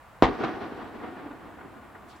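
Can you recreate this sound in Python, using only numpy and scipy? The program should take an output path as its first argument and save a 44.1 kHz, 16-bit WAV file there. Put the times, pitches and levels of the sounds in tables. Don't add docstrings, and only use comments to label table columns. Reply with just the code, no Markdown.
import sys
import numpy as np
from scipy import signal
from scipy.fft import rfft, irfft, next_fast_len
from scipy.io import wavfile
from scipy.ndimage import map_coordinates

SR = 44100
rng = np.random.default_rng(int(sys.argv[2]) if len(sys.argv) > 2 else 0)


def inscribe(sig):
    pcm = np.round(np.clip(np.atleast_2d(sig).T, -1, 1) * 32767)
    wavfile.write(sys.argv[1], SR, pcm.astype(np.int16))


def ratio_of_db(decibels):
    return 10 ** (np.asarray(decibels, float) / 20)


N = 97020
T = np.arange(N) / SR
BURST_S = 0.22381
AFTER_S = np.clip(T - BURST_S, 0, None)


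def unit(x):
    return x / np.sqrt(np.mean(x ** 2) + 1e-20)


def along(points, hz):
    f, v = np.transpose(points)
    return np.interp(np.log(hz + 1), np.log(f + 1), v)


def colour(points):
    return lambda hz: ratio_of_db(along(points, hz))


def filtered(x, response):
    m = next_fast_len(N + SR // 2)
    return irfft(rfft(x, m) * response(np.fft.rfftfreq(m, 1 / SR)), m)[..., :N]


def wobble(knots_per_s):
    knots = rng.standard_normal(int(N * knots_per_s / SR) + 4)
    return map_coordinates(knots, [T * knots_per_s])


def hump(peak_s, rise_s, fall_s):
    d = T - peak_s
    return np.where(d < 0, np.exp(-(d / rise_s) ** 2), np.exp(-np.abs(d) / fall_s))


def onset(build_s):
    return 1 - np.exp(-(AFTER_S / build_s) ** 2)


def noise():
    return rng.standard_normal((2, N))


# f/Hz, correlation/1
LIKENESS = [(60, 0.98), (180, 0.58), (550, 0.8), (1650, 0.77), (4970, 0.58), (15000, 0.13)]


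def stereo(pair, gain):
    def mid_side(hz):
        turn = np.arccos(np.clip(along(LIKENESS, hz), -1, 1)) / 2
        return gain(hz) * [np.cos(turn), np.sin(turn)]

    mid, side = filtered(pair, mid_side)
    return unit(np.array([mid + side, mid - side]))


def facets(gain):
    facets_per_s, size_scatter_db = 14000, 0.27
    hit = rng.random((2, N)) < facets_per_s / SR
    return stereo(hit * noise() * ratio_of_db(size_scatter_db * noise()), gain)


def dulled(x, db_per_s, from_s):
    hz, t, z = signal.stft(x, SR, nperseg=256)
    z = z * ratio_of_db(-db_per_s * (hz[:, None] / 3900) ** 2 * np.clip(t - from_s, 0, None))
    return signal.istft(z, SR, nperseg=256)[1][:, :N]


# f/Hz, level/dB per Hz
HISS_COLOUR = [(2350, -35), (4000, -9), (4340, -13), (7750, -2.5), (15800, -3.5)]


def hiss():
    return ratio_of_db(-69.5) * stereo(noise(), colour(HISS_COLOUR))


# f/Hz, level/dB rms
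WHINE_TONES = [(7504, -89), (7881, -92)]


def whine():
    return sum(ratio_of_db(db + 3) * np.sin(2 * np.pi * hz * T) for hz, db in WHINE_TONES)


# f/Hz, level/dB per Hz
TOWN_COLOUR = [(15, -52), (25, -12), (75, -0.5), (366, -15), (592, -7), (1150, -5.5), (1290, -9),
               (1620, -11.5), (6000, -36.5), (7800, -36), (13200, -120)]


def town():
    level_db = -51.5 + 0.37 * wobble(7.4)
    return ratio_of_db(level_db) * stereo(noise(), colour(TOWN_COLOUR))


# t/s (peak), level/dB, rise/s, fall/s, f/Hz (pitch)
STROKES = [(2.095, -66, 0.013, 0.037, 7500), (2.11, -59.5, 0.02, 0.023, 4170),
           (2.135, -61.5, 0.04, .03, 3180), (2.165, -66.5, .01, 0.024, 6000)]


def rustle():
    def band(pitch_hz):
        return lambda hz: np.exp(-(np.log(hz / pitch_hz + 1e-9) / 0.39) ** 2)

    return sum(ratio_of_db(db) * hump(s, rise, fall) * stereo(noise(), band(pitch_hz))
               for s, db, rise, fall, pitch_hz in STROKES)


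# t/s (peak), level/dB, rise/s, fall/s
WHISTLES = [(.565, -68, .02, .02), (.605, -61, .012, .02), (.63, -62, .008, .006), (.787, -68, .008, .008)]


def railing():
    swell = sum(ratio_of_db(db) * hump(s, rise, fall) for s, db, rise, fall in WHISTLES)
    return swell * np.sin(2 * np.pi * 4120 * T)


# t/s (peak), level/dB, rise/s, fall/s
FAR_POPS = [(1.003, -43, .006, .01), (1.59, -45, .004, .012), (1.613, -42, .003, .005),
            (1.954, -42, .005, .011)]
# f/Hz, level/dB per Hz
POP_COLOUR = [(120, -37), (200, -14), (312, 1), (564, -2.5), (1200, -1.5), (1750, -5.5), (5000, -43),
              (6500, -72), (11000, -120)]


def pops():
    swell = sum(ratio_of_db(db) * hump(s, rise, fall) for s, db, rise, fall in FAR_POPS)
    return swell * facets(colour(POP_COLOUR))


# level/dB at the burst, t60/s
RUMBLE_SLOPES = [
    (-36, 4.7),
    (-41.5, 10.1),
]
# f/Hz, level/dB per Hz
ROLL_COLOUR = [(18, -61), (30, -16), (54, -15), (156, -11.5), (290, 1.5), (565, -4.5), (734, -5.5),
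               (1470, -13), (9000, -52), (11700, -74), (19800, -120)]
# f/Hz, level/dB per Hz
LATE_COLOUR = [(18, -42), (30, -23.5), (185, -5.5), (301, -3.5), (448, -12.5), (490, -16.5), (668, -11.5),
               (1140, -13.5), (6000, -34), (7800, -78), (13200, -120)]


def rumble():
    roll = sum(ratio_of_db(db - 60 * AFTER_S / t60_s) * facets(colour(points))
               for (db, t60_s), points in zip(RUMBLE_SLOPES, (ROLL_COLOUR, LATE_COLOUR)))
    uneven_db = 0.23 * wobble(11.6) + 1.6 * wobble(39.94)
    return roll * ratio_of_db(uneven_db) * onset(0.06)


# t/s (peak), level/dB, rise/s, fall/s, steps/Hz
STEPPED_FRONTS = [(1.046, -35, .009, .007, 243), (1.24, -45, .02, .02, 290), (1.264, -37, .008, .008, 290),
                  (1.315, -37, .009, .016, 288)]


def steps():
    def hum(rate_hz):
        train = np.diff(np.floor(T * rate_hz), prepend=0)
        lows_hz = 500
        gain = colour(ROLL_COLOUR)
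        return unit(filtered(train, lambda hz: gain(hz) * (hz > rate_hz / 2) / (1 + hz / lows_hz)))

    return sum(ratio_of_db(db) * hump(s, rise, fall) * hum(rate_hz)
               for s, db, rise, fall, rate_hz in STEPPED_FRONTS)


# t/s (peak), level/dB, rise/s, fall/s, boom/0-1
HOUSE_FRONTS = [(0.288, -26, 0.016, 0.025, 1), (0.41, -27.5, 0.0093, .025, 0.8),
                (0.44, -27.5, 0.0045, 0.013, 0.01), (.452, -34, 0.028, 0.012, 0),
                (0.494, -33, 0.041, 0.042, 0.22), (0.621, -37, 0.018, 0.06, 0),
                (.725, -35, 0.0041, 0.0027, 1), (.82, -42, 0.039, 0.035, 0.03),
                (1.044, -35, 0.018, 0.016, 0.3), (1.08, -41, 0.023, 0.045, 0.45),
                (1.202, -41, 0.04, 0.045, 0.01), (1.267, -47.5, 0.011, 0.024, .1),
                (1.316, -44.5, 0.0092, 0.027, 0.3), (1.48, -48, .06, 0.059, 0.16),
                (1.656, -40.5, 0.011, 0.011, 0.74), (1.857, -50, 0.0031, 0.013, 1)]
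# f/Hz, level/dB per Hz
CLAP_COLOUR = [(24, -55), (40, -22.5), (262, -1.5), (556, -8.5), (720, -4), (869, -9), (1100, -8),
               (3910, -27), (11000, -58.5), (14300, -92), (22000, -120)]


def house_fronts():
    def boom(hz):
        centre_hz, width_hz = 300, 200
        return (width_hz * hz / np.abs(centre_hz ** 2 - hz ** 2 + 1j * hz * width_hz)) ** 2

    shares = [(ratio_of_db(db) * hump(s, rise, fall), b) for s, db, rise, fall, b in HOUSE_FRONTS]
    claps = sum(h * np.sqrt(1 - b) for h, b in shares) * facets(colour(CLAP_COLOUR))
    booms = sum(h * np.sqrt(b) for h, b in shares) * facets(boom)
    return claps + booms


# f/Hz, level/dB per Hz
NEAR_COLOUR = [(18, -37), (30, -2), (770, -1.5), (1210, -5), (1370, -16), (1910, -9.5), (2790, -19),
               (3550, -19.5), (9000, -44.5), (11700, -81), (19800, -120)]


def near_walls():
    level_db, t60_s = -14, 0.25
    scatter = dulled(facets(colour(NEAR_COLOUR)), db_per_s=46, from_s=BURST_S)
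    return ratio_of_db(level_db - 60 * AFTER_S / t60_s) * onset(0.0035) * scatter


# f/Hz, width/Hz, level/dB
RECESSES = [(161.5, 28, -5.5), (397, 33, 1), (582, 68, -6.5), (737, 51, 4.5), (1170, 80, 3), (1340, 80, -2),
            (1450, 51, 6.5), (1854, 62, 4.5), (1970, 41, -2)]


def nooks(hz):
    return ratio_of_db(sum(db / (1 + (2 * (hz - c) / width) ** 2) for c, width, db in RECESSES))


def echoes():
    far = dulled(house_fronts() + rumble(), db_per_s=6.5, from_s=0.26)
    return filtered(near_walls() + far + steps() + pops(), nooks)


# delay/s, left level/dB, right level/dB
GROUND_IMAGES = [(.0028, -12, -7), (.0102, -11, -13)]


def blast():
    peak_db, push_s, rise_hz = 12, 0.00082, 2300
    port_hz, damping = 150, 1.2
    rough_hz = 1100
    u = np.clip((T - BURST_S) / push_s, 0, None)
    wave = ratio_of_db(peak_db) * (u > 0) * (1 - u) * np.exp(-u)

    def response(hz):
        images = sum(ratio_of_db([[left], [right]]) * np.exp(-2j * np.pi * hz * s) for s, left, right in GROUND_IMAGES)
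        path = 1 + images / (1 + 1j * hz / rough_hz)
        port = -hz ** 2 / (port_hz ** 2 - hz ** 2 + 2j * damping * port_hz * hz)
        return path * port / (1 + 1j * hz / rise_hz) ** 4

    return filtered(wave, response)


def scene():
    return town() + rustle() + railing() + echoes() + blast()


def overload(x):
    ceiling, knee = 0.995, 12
    return x / (1 + np.abs(x / ceiling) ** knee) ** (1 / knee)


def roll_off(x):
    return signal.sosfilt(signal.butter(12, 16260, fs=SR, output="sos"), x)


def record(dry):
    mix = overload(dry + hiss() + whine())
    return roll_off(mix)


dry = scene()
out = record(dry)
inscribe(out)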